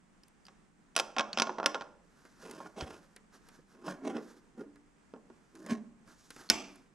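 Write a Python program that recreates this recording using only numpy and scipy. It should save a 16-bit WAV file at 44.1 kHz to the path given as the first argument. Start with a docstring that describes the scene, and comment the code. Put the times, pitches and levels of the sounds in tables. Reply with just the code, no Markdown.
"""In an open shed, over faint outdoor air, bolts clink softly and grit ticks. A heavy electric motor
is set down on the board of a wooden frame, where it rocks and clatters on its steel foot. Sleeves
rustle as it is scraped into place in short shoves; a boot thumps on the earth, and the slipping foot
makes the frame groan. Last, fingers slide on steel and a bolt snaps home with a sharp knock.
All along, the roof throws the knocks back."""
import sys
import numpy as np
from scipy import signal
from scipy.fft import rfft, irfft
from scipy.io import wavfile
from scipy.ndimage import uniform_filter1d

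SR = 44100
rng = np.random.default_rng(int(sys.argv[2]) if len(sys.argv) > 2 else 0)


def log_audio(samples):
    """Write samples as a 16-bit WAV file to the path given in sys.argv[1]."""
    # one column per channel
    frames = np.atleast_2d(samples).T
    # limit to full scale, then quantise
    limited = np.clip(frames, -1, 1)
    pcm = np.round(limited * 32767).astype(np.int16)
    wavfile.write(sys.argv[1], SR, pcm)


N = 306054
TIME = np.arange(N) / SR

# The notes of the struck board. Each row: pitch in Hz, level in dB, longest ring time in seconds.
BOARD_NOTES = [(230.5, -6, 0.13), (307, -11, 0.13), (456, -2.5, 0.027), (579.3, -5.5, 0.049),
               (657, -15.5, 0.072), (783, -5.5, 0.04), (975, -5, 0.035), (1084, -9, 0.18),
               (1406, -2, 0.064), (1670, -11.5, 0.088), (2580, 3.5, 0.012), (3280, 8.5, 0.0067),
               (3900, -7.5, 0.024), (5202, 3.5, 0.054), (5860, 3.5, 0.09), (6040, -4, .03),
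               (7324, -6.5, .04)]
# Dust or skin sliding on steel. Each row: frequency in Hz, level in dB.
DRY_HISS = [(1500, -13.5), (5000, -2), (6500, 0.5), (8000, -6), (12000, -15)]
# Four bands, low to high: thud, clack, crack, fizz. Each row: lower edge in Hz, upper edge in Hz.
BANDS = [(130, 500), (500, 2000), (2000, 8000), (8000, 14000)]


def amp(db):
    """Turns decibels into a gain."""
    return 10 ** (np.asarray(db) / 20)


def unit(x):
    """Scales a sound to an average (rms) strength of 1."""
    return x / np.sqrt(np.mean(x ** 2) + 1e-20)


def read(points, hz):
    """Looks up a frequency on a curve drawn through the points."""
    f, value = np.transpose(points)
    return np.interp(np.log(hz + 1), np.log(f + 1), value)


def add(mix, s, sound):
    """Mixes a sound in, starting at s seconds."""
    part = mix[max(round(s * SR), 0):][:len(sound)]
    part += sound[:len(part)]


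def colour(x, points):
    """Turns frequencies up or down. Each point: frequency in Hz, gain in dB."""
    size = x.shape[-1]
    return irfft(rfft(x) * amp(read(points, np.fft.rfftfreq(size, 1 / SR))), size)


def noise(points, size=N):
    """Noise of strength 1, coloured by the points."""
    return unit(colour(rng.standard_normal(size), points))


def die_away(x, ring_times):
    """Fades each frequency at its own speed. Each point: frequency in Hz, seconds to fall 60 dB."""
    hz, t, spectrum = signal.stft(x, SR, nperseg=128)
    fade = amp(-60 * t / read(ring_times, hz)[:, None])
    return signal.istft(spectrum * fade, SR, nperseg=128)[1][..., :x.shape[-1]]


def split(x):
    """Splits a sound into thud, clack, crack and fizz."""
    filters = [signal.butter(3, band, "band", fs=SR, output="sos") for band in BANDS]
    return [signal.sosfiltfilt(sos, x, padtype=None) for sos in filters]


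def contact(hardness, soft_hz=1493, hard_hz=12000, steepness=6.37):
    """Each band's gain in dB: a soft contact lasts longer and passes less treble."""
    corner_hz = soft_hz * (hard_hz / soft_hz) ** hardness
    centres = np.sqrt(np.prod(BANDS, 1))
    return -10 * np.log10(1 + (centres / corner_hz) ** steepness)


def tilted(db_per_octave):
    """Each band's gain in dB for a brighter or duller sound; the clack stays as it is."""
    centres = np.sqrt(np.prod(BANDS, 1))
    return db_per_octave * np.log2(centres / centres[1])


def ring(notes, dense_db, pitch=1, scatter_db=2, loss=0.022, size=13000):
    """A tapped body rings; the spot that is hit sets how strongly each note sounds."""
    # The dense, lesser notes between the main ones. Each row: frequency in Hz, level in dB.
    dense_colour = [(60, -30), (150, -13), (230, 1), (500, -2), (1400, -1), (2000, -6), (3500, -3),
                    (6200, -4), (7000, -11), (9000, -12), (15000, -22)]
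    # How long they last. Each row: frequency in Hz, ring time in seconds.
    dense_times = [(200, .11), (900, .06), (2000, .033), (12000, .024)]
    t = np.arange(size) / SR
    hz, db, ring_s = np.transpose(notes)[:, :, None]
    ring_s = np.minimum(ring_s, np.log(1000) / (np.pi * loss * hz))  # hands and board damp the notes
    chance = rng.standard_normal((len(notes), 2))
    strength = np.sign(chance[:, :1]) * amp(db + scatter_db * chance[:, 1:] - 60 * t / ring_s)
    tones = strength * np.sin(2 * np.pi * hz * pitch * t)
    return tones.sum(0) + amp(dense_db) * die_away(noise(dense_colour, size), dense_times)


def strike(s, body, levels_db, size=441):
    """Places a blow at s seconds, setting each band's level by its first moments."""
    out, lead = np.zeros(N), size // 6
    fade_in = np.minimum(np.arange(len(body) + lead) / lead, 1)
    for part, db in zip(split(np.pad(body, (size, 0))), levels_db):
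        add(out, s - lead / SR, amp(db) * fade_in * part[size - lead:] / np.std(part[size:2 * size]))
    return out


def slips(per_s, spread_db, smooth):
    """Sticking and slipping: random catches of uneven size over a smooth rubbing noise."""
    sizes = amp(spread_db * np.minimum(rng.exponential(1, N), 3.5)) * rng.choice([-1, 1], N)
    catches = sizes * (rng.random(N) < per_s / SR)
    return unit(catches) + smooth * rng.standard_normal(N)


def steadied(x, size=1500):
    """Holds a sound's strength near 1 from moment to moment."""
    return x / np.sqrt(np.abs(uniform_filter1d(x ** 2, size)) + 1e-12)


def air(level_db=-64.4, swell_db=0.81):
    """Faint outdoor air swells a little; wind rumbles differently on the left and right."""
    # The outdoor background. Each row: frequency in Hz, level in dB.
    air_colour = [(12, -42.5), (20, -1), (74, -12.5), (108, -13.5), (183, -1.5), (328, -12), (603, -21.5),
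                  (796, -20.5), (1780, -23), (3970, -33.5), (8160, -29.5), (15000, -59)]
    common, *sides = rng.standard_normal((3, N))
    swell = noise([(3, -2.5), (9, -17), (30, -99)])
    apart = colour(np.array(sides), [(30, 3), (150, 0), (1000, 6.5), (6000, 0.5)])
    return amp(level_db + swell_db * swell) * unit(colour(common + apart, air_colour))


def bolts(steel_hz=5380, housing_db=-7.5):
    """Bolts clink and the last snaps home; gives the direct sound and what spreads into the shed."""
    # Steel hits steel. Each row: start in seconds, force in dB, hardness from 0 to 1, rough pitch in Hz.
    clinks = [(0.235, -61, 1.0, 5080), (0.453, -59.5, 0.95, 4910), (0.467, -57.5, 0.95, 4850),
              (1.3309, -36.5, 0.6, 4400), (6.49, -47.5, 0.7, 4400), (6.5002, -17.5, 1, 5390)]
    # A bolt in the motor's foot. Each row: pitch in Hz, level in dB, longest ring time in seconds.
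    steel_notes = [(227, -11.5, 0.22), (280.4, -19, 0.6), (880, -17, 0.15), (1492, -6, 0.12),
                   (1850, -8.5, 0.12), (2394, -15, .045), (3507, -9.5, 0.0096), (4960, 2.5, 0.0089),
                   (5356, 7, 0.051), (6440, -15.5, 0.06), (7600, -14.5, 0.075), (11600, -18, 0.037)]
    # What the motor's housing sends out sideways. Each row: frequency in Hz, level in dB.
    housing_colour = [(140, -6), (215, 11), (290, 12), (420, -2), (2000, -2), (2480, 2), (4000, -8),
                      (5000, 1), (5900, 1), (6900, -10), (7600, -5), (8600, -23), (10500, -16),
                      (14000, -30)]
    direct, outward = np.zeros((2, N))
    for s, force_db, hardness, hz in clinks:
        levels_db = force_db + np.array([-15, -13.5, 0, -13.5]) + contact(hardness)
        steel = ring(steel_notes, dense_db=-2, pitch=hz / steel_hz, scatter_db=1)
        direct += strike(s, steel, levels_db)
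        housing = die_away(noise(housing_colour, 3000), [(250, 0.1), (1500, 0.091), (5000, 0.045)])
        outward += amp(housing_db) * strike(s, housing, levels_db)
    return direct, outward


def ticks():
    """Grit cracks under the foot and fingers tick, with almost no ring."""
    # Small dry ticks. Each row: start in seconds, level in dB, tilt toward treble in dB per octave.
    cracks = [(0.282, -78.5, 4), (2.252, -61, -3), (2.511, -56.5, 2), (3.163, -57, .5), (3.487, -62.5, 0.5),
              (3.587, -70, -9), (4.758, -64.5, -3), (5.553, -61.5, -0.5), (5.663, -53, -1),
              (6.076, -63, -3), (6.305, -53, 1), (6.363, -54, -2), (6.41, -60, -1), (6.758, -73, 3.5)]
    # Cracking grit. Each row: frequency in Hz, level in dB.
    grit_colour = [(60, -23.5), (250, -19), (6000, 5.5), (10500, 3.5), (15000, -14.5)]
    # A tick's balance: gains in dB for thud, clack, crack and fizz.
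    balance_db = [-3, 0, -2, -5]
    out = np.zeros(N)
    for s, db, tilt in cracks:
        crack = die_away(noise(grit_colour, 4000), [(250, 0.03), (1500, 0.091), (6000, 0.018)])
        out += strike(s, crack, db + np.array(balance_db) + tilted(tilt))
    return out


def clatter(dull_hz=900, bright_hz=5000, firm=0.29, hollow_hz=940, hollow_db=5.5):
    """The motor rocks from corner to corner on the board, then bumps as it is shoved."""
    # The foot's knocks. Each row: start in seconds, force in dB, hardness from 0 to 1.
    knocks = [(0.484, -54.5, 0.34), (0.953, -56, 0.74), (0.964, -28.5, 0.96), (0.9778, -35.5, .62),
              (0.989, -36.5, 0.75), (0.998, -30, .78), (1.165, -31, 0.24), (1.184, -30, 0.5),
              (1.195, -28, 0.43), (1.208, -31.5, 0.37), (1.374, -30.5, 0.44), (1.386, -34, 0.55),
              (1.3989, -28.5, 0.63), (1.4205, -27, 0.56), (1.47, -34.5, 0.21), (1.494, -30.5, 0.04),
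              (1.5844, -33, 0.11), (1.6, -31.5, 0.09), (1.63, -34, 0.14), (1.641, -34.5, .16),
              (1.66, -25, 0.74), (1.7455, -33, 0.32), (1.754, -33, 0.16), (1.81, -39, 0.26),
              (1.82, -43.5, 0.27), (2.603, -42, .02), (2.66, -45, 0.05), (2.809, -42, 0.52),
              (2.908, -49, 0.21), (3.881, -36, 0.13), (4.168, -47, .32), (4.609, -56, 0.23),
              (5.138, -51.5, 0.15), (5.162, -56.5, 0.1), (5.301, -57.5, 0.12)]
    # The thud grows as the weight comes to rest. Each row: time in seconds, thud gain in dB.
    weight = [(1.0, -14), (1.4, -9), (1.8, -11.5), (4.0, -8.5), (5.0, 8)]
    pitches = rng.uniform(0.975, 1.025, len(knocks))  # the shifting weight detunes the board
    hollow_filter = signal.iirpeak(hollow_hz, Q=2.9, fs=SR)
    out = np.zeros(N)
    for (s, force_db, hardness), pitch in zip(knocks, pitches):
        thud_db = np.interp(s, *np.transpose(weight))
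        balance_db = np.array([thud_db, 0, 3.5, -1.5])
        softness = np.clip(1 - hardness / firm, 0, 1)  # a soft blow sounds hollower and duller
        wood = ring(BOARD_NOTES, dense_db=5, pitch=pitch, scatter_db=3)
        wood = wood + softness * amp(hollow_db) * signal.lfilter(*hollow_filter, wood)
        cutoff_hz = bright_hz * (dull_hz / bright_hz) ** softness
        blow = signal.lfilter(*signal.butter(1, cutoff_hz, fs=SR), wood)
        out += strike(s, blow, force_db + balance_db + contact(hardness))
    return colour(out, [(90, -17.5), (180, -1.5)])  # a narrow board gives off little bass


def sleeves_and_hands():
    """Cloth swishes and hands rub on the housing; near the end, fingers hiss over steel."""
    # Arm movements. Each row: middle in seconds, half length in seconds, relative level in dB.
    moves = [(2.254, 0.16, -81), (2.431, 0.035, -68.5), (2.604, 0.29, -87.5), (2.95, 0.17, -80),
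             (3.352, 0.039, -81.5), (3.513, 0.098, -80.5), (3.722, 0.037, -78.5), (4.0, 0.13, -87),
             (4.278, 0.12, -76), (5.45, .15, -89.5), (6.116, 0.041, -77), (6.25, .06, -85),
             (6.414, 0.061, -71), (6.698, 0.13, -79.5)]
    # Swishing cloth. Each row: frequency in Hz, level in dB.
    cloth_colour = [(1000, -30.5), (2500, -2.5), (6000, 3.5), (9000, -7), (11500, -6), (13500, -16.5),
                    (15000, -17.5)]
    # Rubbing hands. Each row: frequency in Hz, level in dB.
    skin_colour = [(80, -27.5), (280, 8), (550, -3.5), (1600, 5), (2600, -19), (6000, -60)]
    # Fingers sliding on steel. Each row: time in seconds, relative level in dB.
    finger_slide = [(6.06, -82), (6.346, -66.5), (6.47, -74.5)]
    motion = sum(amp(db) * np.exp(-((TIME - s) / half) ** 2) for s, half, db in moves)
    cloth = unit(colour(slips(per_s=2400, spread_db=3, smooth=0.87), cloth_colour))
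    skin = noise(skin_colour)
    folds = amp(2.2 * noise([(12, -1), (35, -21.5), (100, -88.5)]))  # cloth catches and lets go
    finger_db = np.interp(TIME, *np.transpose(finger_slide), left=-120, right=-120)
    fingers = amp(finger_db + 3.5) * noise(DRY_HISS)
    return folds * (motion * (amp(8.5) * cloth + amp(13) * skin) + fingers)


def pushes(swell_db=24, sag_db_per_s=11.5, release_db_per_s=304):
    """Each shove swells, sags and lets go; gives the gains of judder, grind, grit and dust."""
    # Shoves along the board. Each row: start, rise and hold in seconds, force in dB,
    # tilt toward treble in dB per octave, dust level next to the grit in dB.
    shoves = [(2.39, 0.054, .22, -53, 0.5, -12), (2.755, 0.021, .05, -44.5, 1.2, -19),
              (2.841, 0.032, .08, -55.5, 1.5, -15), (3.72, .03, .08, -67, -1.5, -12),
              (3.826, 0.038, 0.054, -44, 0, -14), (4.01, 0.049, .04, -41.5, -1.5, -18.5),
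              (4.125, 0.031, .015, -44, -2, -22), (4.55, 0.042, .02, -54, -5, -6),
              (5.513, 0.044, .11, -63.5, -4.5, 2), (5.645, 0.06, 0.018, -41.5, 1.5, -19)]
    growth = [1, 1, 1.31, 1.31]  # grit and dust need pressure: they come and go faster than the push
    gains = np.zeros((4, N))
    for start, rise, hold, force_db, tilt, dust_db in shoves:
        t = TIME - start - rise
        push_db = swell_db * np.minimum(t / rise, 0) - sag_db_per_s * np.maximum(t, 0)
        push_db -= release_db_per_s * np.maximum(t - hold, 0)
        low, middle, high, _ = force_db + tilted(tilt)
        full_db = np.array([low, middle, high, high + dust_db])
        gains += amp(full_db[:, None] + np.outer(growth, np.maximum(push_db, -100)))
    catch_db = 1.5 * noise([(8, -11), (25, 0.5), (60, -5.5), (200, -55)])  # the foot catches unevenly
    return gains * amp(catch_db)


def scrape(travel_per_s=2.3, spots=4):
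    """The foot catches and slips on the grain; the notes it rings change as the contact travels."""
    # The rubbing of the sliding foot. Each row: frequency in Hz, level in dB.
    slide_colour = [(100, -2.5), (300, 11), (700, -5), (1400, -8), (2200, -6), (6000, -14), (11000, 3),
                    (15000, -27)]
    rubbing = colour(slips(per_s=280, spread_db=2, smooth=0.4), slide_colour)
    wood = np.zeros(N)
    for spot in range(spots):
        share = np.maximum(np.cos(2 * np.pi * (travel_per_s * TIME + spot / spots)), 0)
        wood += signal.oaconvolve(rubbing * share, ring(BOARD_NOTES, dense_db=8))[:N]
    judder, grind, grit, fizz = (steadied(part) for part in split(wood))
    crushed_dust = unit(colour(slips(per_s=1800, spread_db=6, smooth=0.5), DRY_HISS))
    low, middle, high, dust = pushes()
    return (amp(2) * low * judder + amp(-1.5) * middle * grind
            + amp(-10.5) * high * grit + dust * (crushed_dust + amp(-11) * fizz))


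def thumps(size=9000):
    """A boot, and later the jolted frame, push on packed earth: short, low and crumbly."""
    # Weight lands. Each row: start in seconds, pitch in Hz, level in dB, rise in seconds.
    landings = [(2.823, 74.7, -36, 0.0057), (6.502, 60.8, -55.5, 0.02)]
    t, out = np.arange(size) / SR, np.zeros(N)
    for s, hz, db, rise in landings:
        crumble = noise([(20, -19), (130, 7), (220, -12.5), (600, -62)], size)
        pressure = amp(db) * t / rise * np.exp(1 - t / rise)
        add(out, s, pressure * (np.sin(2 * np.pi * hz * t) + 0.5 * crumble))
    return out


def groans():
    """For a moment the foot slips once with each swing of the frame, which makes a tone."""
    # Each row: loudest moment in seconds, pitch in Hz, level in dB, swell and fade in seconds.
    tones = [(4.085, 272, -40.5, 0.041, 0.015), (4.146, 303, -37, .008, 0.026),
             (4.602, 291, -50.5, 0.015, 0.089), (5.726, 228, -23.5, 0.011, 0.0078)]
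    out = np.zeros(N)
    for s, hz, db, swell, fade in tones:
        jitter = unit(uniform_filter1d(rng.standard_normal(N), size=300))
        phase = 2 * np.pi * np.cumsum(hz * (1 + 0.024 * jitter)) / SR
        grip = np.exp(-np.maximum((s - TIME) / swell, (TIME - s) / fade))
        out += amp(db) * grip * unit(np.sin(phase) + 0.016 * np.sin(2 * phase))
    return out


def shed(x, gap_s=0.004, echoes_per_s=3000, shared=0.88, size=40000):
    """Scattered echoes from the roof and posts arrive after a short gap, much alike on both sides."""
    # The tone of the echo. Each row: frequency in Hz, level in dB.
    echo_colour = [(80, -4), (250, 3), (1200, 0), (2500, -6.5), (4000, -11), (5500, -6), (7600, -3.5),
                   (9000, -11), (14000, -4.5)]
    # How long it lasts. Each row: frequency in Hz, seconds to fall 60 dB.
    echo_times = [(300, 0.69), (1500, 0.4357), (3000, 0.48), (6000, 0.41), (12000, 0.3)]
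    t = np.arange(size) / SR
    common, *sides = rng.standard_normal((3, size)) * (rng.random((3, size)) < echoes_per_s / SR)
    echoes = np.sqrt(shared) * common + np.sqrt(1 - shared) * np.array(sides)
    echoes = die_away(colour(echoes, echo_colour), echo_times)
    echoes *= np.clip((t - 0.0047) / 0.026 + 1, 0.25, 1) * (t > gap_s)
    echoes *= amp(-3) / np.linalg.norm(echoes[0])
    return signal.fftconvolve(x[None], echoes, axes=1)[:, :N]


def microphones(x):
    """Two close microphones hear the work from slightly to the right."""
    # Each row: frequency in Hz, level of the left side over the right in dB.
    lean = [(100, -.5), (300, -1.4), (700, -2.6), (2500, -2.6), (5500, -1.8), (13000, 2.5)]
    # Each row: frequency in Hz, how far the left wave runs ahead in radians.
    lead = [(200, -.05), (700, -.24), (1400, -.33), (2800, -.62), (5500, -.6), (8000, -.35), (12000, .3)]
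    hz = np.fft.rfftfreq(N, 1 / SR)
    left = amp(read(lean, hz) / 2) * np.exp(0.5j * read(lead, hz))
    return irfft(rfft(x) * np.array([left, 1 / left]), N)


def scene():
    """All the sounds of the work, their echo in the shed, and the air."""
    steel, housing = bolts()
    motor = clatter()
    handling = scrape() + groans() + ticks() + sleeves_and_hands() + thumps()
    echo = shed(housing + amp(-12) * motor + amp(-15) * handling)
    return microphones(steel + motor + handling + echo + air())


def record(dry, top_hz=15200):
    """The microphones soften the highest treble, and the recorder cuts off what lies above it."""
    # The softened treble. Each row: frequency in Hz, gain in dB.
    soft_top = [(11000, -1), (15000, -9)]
    treble_cut = signal.firwin(511, top_hz, window=("kaiser", 9), fs=SR)
    return signal.oaconvolve(colour(dry, soft_top), treble_cut[None], "same")


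dry = scene()
out = record(dry)
log_audio(out)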